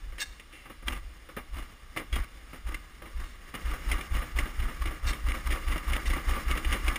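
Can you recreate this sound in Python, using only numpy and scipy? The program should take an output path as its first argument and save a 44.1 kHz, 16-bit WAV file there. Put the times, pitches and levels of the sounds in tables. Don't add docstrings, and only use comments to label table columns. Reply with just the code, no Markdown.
import sys
import numpy as np
from scipy import signal
from scipy.fft import rfft, irfft
from scipy.io import wavfile

SR = 44100
rng = np.random.default_rng(int(sys.argv[2]) if len(sys.argv) > 2 else 0)


def output_pcm(signal):
    pcm = np.clip(np.atleast_2d(signal).T, -1, 1) * 32767
    wavfile.write(sys.argv[1], SR, np.round(pcm).astype(np.int16))


N = 307818
TIME = np.arange(N) / SR
GRID_HZ = np.maximum(np.arange(8193) * SR / 16384, 1)
BEND_S, BEND_M_PER_S, ACCELERATION_M_PER_S2 = 3.884, 4.079, .4265


def from_db(db):
    return 10 ** (np.asarray(db) / 20)


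def rms_one(x):
    return x / np.sqrt(np.mean(x ** 2) + 1e-20)


def drift(rate_hz):
    step, run_in = 40, 2000
    pole = np.exp(-2 * np.pi * rate_hz * step / SR)
    noise = rng.standard_normal(N // step + run_in + 2)
    slow = signal.lfilter([1], [1, -2 * pole, pole * pole], noise)[run_in:]
    return np.interp(np.arange(N) / step, np.arange(len(slow)), rms_one(slow))


def grains(per_s, spread_db):
    sizes = from_db(spread_db * np.clip(rng.standard_normal(N), -2, 2)) * rng.choice([-1, 1], N)
    return rms_one(sizes * (rng.random(N) < per_s / SR))


def blow(s, db, t60, rise_s):
    span = slice(int(s * SR), int((s + .5) * SR))
    age = np.maximum(TIME[span] - s, 0)
    return span, np.minimum(age / rise_s, 1) * from_db(db - 60 * np.maximum(age - rise_s, 0) / t60)


def swells(times, levels_db, lag_s, swell_s, fade_s):
    shake = np.zeros(N)
    for s, db in zip(times, levels_db):
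        span = slice(int((s - .1) * SR), int((s + .3) * SR))
        age = TIME[span] - s - lag_s
        shake[span] += from_db(db) * np.exp(-(age / np.where(age < 0, swell_s, fade_s)) ** 2)
    return shake


def through_case(x, colour_db):
    # f/Hz, width/Hz, gain/dB
    case_modes = [(244, 51, 5.5), (323.8, 65, 8), (532, 122, 6.5), (791, 8.4, 7), (1184, 200, 9.5),
                  (1276, 20, 4), (1617, 28, 4.5), (2083, 480, 5), (2643, 138, -9), (2794, 324, 8.5),
                  (3580, 240, 6.5), (4000, 140, 10.5), (3970, 580, -6.5), (4834, 116, 7.5),
                  (5380, 300, 6.5), (6045, 240, -13), (6490, 760, 5.5), (7140, 110, 5), (7800, 400, -5.5),
                  (8510, 92, 8.5), (9180, 120, 10.5), (9920, 290, 8), (10760, 170, 9), (11740, 1890, -15),
                  (12400, 180, -15), (13860, 360, 6.5), (15000, 320, -2.5)]
    case_db = sum(db / (1 + (2 * (GRID_HZ - hz) / width) ** 2) for hz, width, db in case_modes)
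    cepstrum = irfft(np.log(from_db(colour_db + case_db)))
    half = len(cepstrum) // 2
    causal = np.r_[cepstrum[0], 2 * cepstrum[1:half], np.zeros(half)]
    response = irfft(np.exp(rfft(causal)))
    return signal.oaconvolve(x, response / np.linalg.norm(response))[:N]


def coloured(x, eq):
    hz, db = np.transpose(eq)
    return through_case(x, np.interp(np.log(GRID_HZ), np.log(hz), db))


def speed(s):
    return BEND_M_PER_S + ACCELERATION_M_PER_S2 * (s - BEND_S)


def with_speed(s, at_bend, per_doubling):
    return at_bend + per_doubling * np.log2(speed(s) / BEND_M_PER_S)


def press(s):
    # t/s, level/dB
    load_curve = [(0, 0), (1.3, -2.5), (3.5, -0.5), (3.72, 5), (4.1, 6), (4.7, 2.5), (5.3, 3.5), (6.4, 6),
                  (6.98, 5)]
    return np.interp(s, *np.transpose(load_curve))


def rolling_db():
    return with_speed(TIME, at_bend=-52, per_doubling=6.5) + press(TIME)


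def bend_joints(sheet_m=1.0, sheets=15):
    metres = sheet_m * np.arange(sheets)
    speeds = np.sqrt(BEND_M_PER_S ** 2 + 2 * ACCELERATION_M_PER_S2 * metres)
    return BEND_S + (speeds - BEND_M_PER_S) / ACCELERATION_M_PER_S2


def all_bumps():
    # t/s, thump level/dB, chatter level/dB
    straight = [(.872, -29.5, -37.5), (1.536, -28, -41), (2.132, -20, -38), (2.666, -25.5, -41),
                (3.164, -25.5, -46.5), (3.658, -23.5, -39)]
    s = bend_joints()
    thump_db = with_speed(s, at_bend=-23.5, per_doubling=0.51) + 0.64 * press(s)
    chatter_db = with_speed(s, at_bend=-42, per_doubling=5.4) + press(s)
    return np.vstack([straight, np.c_[s, thump_db, chatter_db]])


def hiss(level_db=-60):
    # f/Hz, gain/dB
    hiss_eq = [(500, 2.5), (2000, 3), (3500, 2.5), (7000, -9), (10000, -4.5), (15000, -11)]
    return from_db(level_db) * coloured(rng.standard_normal(N), hiss_eq)


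def sway(trim_db=1.5):
    # t/s, level/dB
    sway_curve = [(0.0, -38), (0.56, -59), (1.01, -39.5), (1.14, -49.5), (3.64, -48), (3.75, -44),
                  (6.98, -41)]
    # f/Hz, gain/dB
    rumble_eq = [(12, -20), (25, -1.5), (55, -4), (80, -17), (130, -32.5), (300, -62)]
    sway_db = np.interp(TIME, *np.transpose(sway_curve))
    return coloured(rng.standard_normal(N) * from_db(sway_db + trim_db), rumble_eq)


def trough_drone(load):
    # f/Hz, gain/dB
    drone_eq = [(50, -8), (100, 4.5), (160, 4.5), (280, -4), (450, -5), (700, -20.5), (1200, -62),
                (3000, -19.5)]
    return coloured(rng.standard_normal(N) * from_db(rolling_db() - 6 + 2 * load), drone_eq)


def sheet_ring(low_hz=1096.4, high_hz=2321, count=14, waver_hz=16):
    times, _, chatter_db = all_bumps().T
    knocks = swells(times, chatter_db - 10, lag_s=0.054, swell_s=0.022, fade_s=0.057)
    drive = from_db(rolling_db() - 8) + knocks
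    modes = np.zeros(N)
    for hz in np.geomspace(low_hz, high_hz, count) * (1 + rng.normal(0, .015, count)):
        swell = from_db(3 * drift(waver_hz))
        modes += swell * np.sin(2 * np.pi * hz * TIME + 2 * drift(waver_hz))
    speed_gain = from_db(with_speed(TIME, at_bend=0, per_doubling=5.5))
    return drive * speed_gain * rms_one(through_case(modes, 0))


def scrapes(judder_db=2, tail_db=-16, tail_t60_s=0.58):
    # t/s, level/dB, half length/s
    rubs = [(0.216, -29, .018), (3.256, -57.5, 0.091), (3.696, -53, 0.025), (5.088, -32.5, .024),
            (6.072, -38.5, 0.011)]
    # f/Hz, width/Hz, gain/dB
    modes = [(870, 310, -17), (1692, 73, 1), (2190, 120, -6.5), (2710, 76, -1.5), (3705, 63, 3.5),
             (4320, 230, -2.5), (5720, 320, -8), (6350, 360, -14), (7580, 170, -7), (8130, 110, -2),
             (9400, 120, -11), (14500, 900, -16)]
    pressure = sum(from_db(db) * np.exp(-np.abs((TIME - s) / half) ** 3.4) for s, db, half in rubs)
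    for s, db, half in rubs:
        span, tail = blow(s, db + tail_db, tail_t60_s, rise_s=half)
        pressure[span] += tail
    slips = grains(per_s=3500, spread_db=0.5) * from_db(judder_db * drift(350) - 3.5)
    power = sum(from_db(db) ** 2 / (1 + ((GRID_HZ ** 2 - hz ** 2) / (GRID_HZ * width)) ** 2)
                for hz, width, db in modes)
    return through_case(slips * pressure, 10 * np.log10(power))


def light_raps(per_joint=2, lag_s=.018, scatter_s=0.038, pitch_hz=2040, t60_s=0.062):
    joints = np.repeat(bend_joints(), per_joint)
    s = joints + lag_s + scatter_s * rng.random(len(joints))
    strength, detune = rng.standard_normal((len(s), 2)).T
    db = with_speed(s, at_bend=-34.5, per_doubling=17.7) + 4 * strength
    hz = pitch_hz * (1 + 0.045 * detune)
    return np.c_[s, db, hz, np.full(len(s), t60_s)][s < TIME[-1]]


def raps(tick_db=3, buzz_db=-8, ping_db=-11, wander_rad=0.69):
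    # t/s, level/dB, f/Hz, t60/s
    placed_raps = [(.182, -31.5, 1800, 0.13), (.397, -35, 2770, 0.05), (.526, -42, 2720, 0.73),
                   (.882, -16.5, 3220, 0.023), (.922, -29, 2760, 0.14), (1.972, -23.5, 2350, 0.1),
                   (2.127, -26.5, 3330, .13), (2.156, -25.5, 3240, 0.054), (2.744, -22, 2110, 0.036),
                   (3.551, -24.5, 2000, 0.042), (3.654, -33, 2010, 0.086), (3.915, -18.5, 2030, 0.073),
                   (4.010, -26, 2360, .05), (4.387, -16.5, 2130, 0.05), (5.132, -24.5, 2350, 0.034),
                   (5.286, -22.5, 2110, 0.014), (5.319, -23.5, 2290, 0.013), (5.505, -27.5, 1980, 0.16),
                   (5.779, -25, 1990, 0.032), (5.965, -21.5, 2870, 0.021), (6.056, -24.5, 2010, 0.086),
                   (6.512, -20, 2040, 0.028), (6.575, -19, 1850, 0.028), (6.647, -23, 1990, .072),
                   (6.725, -21.5, 2155, 0.16), (6.880, -20, 2240, 0.041), (6.958, -17, 2160, 0.036)]
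    # f/Hz, gain/dB
    rap_eq = [(100, -7), (300, 2), (700, -3.5), (1300, -4.5), (2100, 9), (3200, 2), (4500, -10.5),
              (7500, -11), (10000, -3), (15000, -11)]
    force, ticks, pings = np.zeros((3, N))
    wobble = wander_rad * drift(140)
    for s, db, hz, t60 in [*placed_raps, *light_raps()]:
        span, envelope = blow(s, db, t60, rise_s=0.0012)
        ticks[span.start] = from_db(db + tick_db)
        force[span] += envelope
        pings[span] += envelope * np.sin(2 * np.pi * hz * (TIME[span] - s) + wobble[span])
    buzz = from_db(buzz_db) * grains(per_s=9000, spread_db=4) * force
    return coloured(ticks + buzz, rap_eq) + from_db(ping_db) * pings


def chatter(flutter_db=3.5):
    # f/Hz, gain/dB
    buzz_eq = [(60, -33), (150, -3.5), (280, -6), (450, -13.5), (700, -3), (1200, -0.5), (2000, -2),
               (3000, -6), (4500, -15), (7500, -18.5), (10000, -10.5), (15000, -12.5)]
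    # f/Hz, gain/dB
    boom_eq = [(60, -23.5), (100, 9.5), (160, 7), (280, 5), (450, -1.5), (700, -4.5), (1200, -19.5),
               (3000, -47)]
    times, _, level_db = all_bumps().T
    flutter = from_db(flutter_db * drift(51))
    shell_shake = swells(times, level_db - 4, lag_s=0.017, swell_s=0.024, fade_s=0.083)
    sheet_shake = swells(times, level_db - 8.5, lag_s=0.029, swell_s=0.012, fade_s=0.059)
    buzz = grains(per_s=7000, spread_db=1) * shell_shake * flutter
    boom = rng.standard_normal(N) * sheet_shake * flutter
    return coloured(buzz, buzz_eq) + coloured(boom, boom_eq)


def thumps(jolt_hz=34, frame_hz=58, frame_db=-6.5, wander_rad=0.81):
    jolts_db = [-2, -4, -2]
    out = np.zeros(N)
    wobble = wander_rad * drift(13.4)
    for s, db, _ in all_bumps():
        gap_s = .037 * (speed(s) / BEND_M_PER_S) ** -0.63
        span = slice(int((s - .1) * SR), int((s + .2) * SR))
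        age = TIME[span] - s
        for k, jolt_db in enumerate(jolts_db):
            u = (np.pi * jolt_hz * (age - k * gap_s)) ** 2
            jolt = (1 - 2 * u) * np.exp(-u)
            out[span] += from_db(db + jolt_db) * jolt
        shudder = swells([s], [db + frame_db], lag_s=0.021, swell_s=0.036, fade_s=0.055)[span]
        out[span] += shudder * np.cos(2 * np.pi * frame_hz * age + wobble[span])
    return out


def clacks(wheelbase_m=.61, trim_db=-11):
    # t/s, level/dB
    straight = [(.122, -35.5), (.655, -33.5), (.698, -30), (.824, -37), (1.287, -32), (1.365, -21),
                (1.962, -20.5), (1.996, -29), (2.53, -29.5), (3.018, -31.5), (3.055, -35.5), (3.538, -23.5)]
    # f/Hz, gain/dB
    clack_eq = [(50, -2.5), (150, 5), (300, 0), (500, -2.5), (900, -4), (2000, -3.5), (3200, -11.5),
                (4500, -22), (7500, -29.5), (10000, -14), (15000, -15)]
    joints = bend_joints()
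    ahead = joints - wheelbase_m / speed(joints)
    bend_db = with_speed(ahead, at_bend=-31.5, per_doubling=9) + press(ahead)
    force = np.zeros(N)
    for s, db in [*straight, *zip(ahead, bend_db)]:
        t60 = with_speed(s, at_bend=.21, per_doubling=0.13)
        span, envelope = blow(s, db, t60, rise_s=0.0018)
        force[span] += envelope
    return from_db(trim_db) * coloured(grains(per_s=5000, spread_db=1) * force, clack_eq)


def wheel_roar(load):
    # f/Hz, gain/dB
    roar_eq = [(300, -20.5), (700, -1.5), (1100, -3.5), (1800, 4), (2800, -3.5), (4000, -10.5), (7000, -14),
               (10000, -12.5), (15000, -12.5)]
    contacts = grains(per_s=12000, spread_db=4.5)
    return coloured(contacts * from_db(rolling_db() - 3 + 1.93 * load), roar_eq)


def scene():
    load = drift(17)
    rolling = wheel_roar(load) + hiss() + trough_drone(load) + sway() + sheet_ring()
    return (rolling + thumps() + chatter() + clacks() + raps() + scrapes())[None]


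def record(dry):
    return signal.sosfilt(signal.ellip(10, .2, 80, 15300, fs=SR, output="sos"), dry)


dry = scene()
out = record(dry)
output_pcm(out)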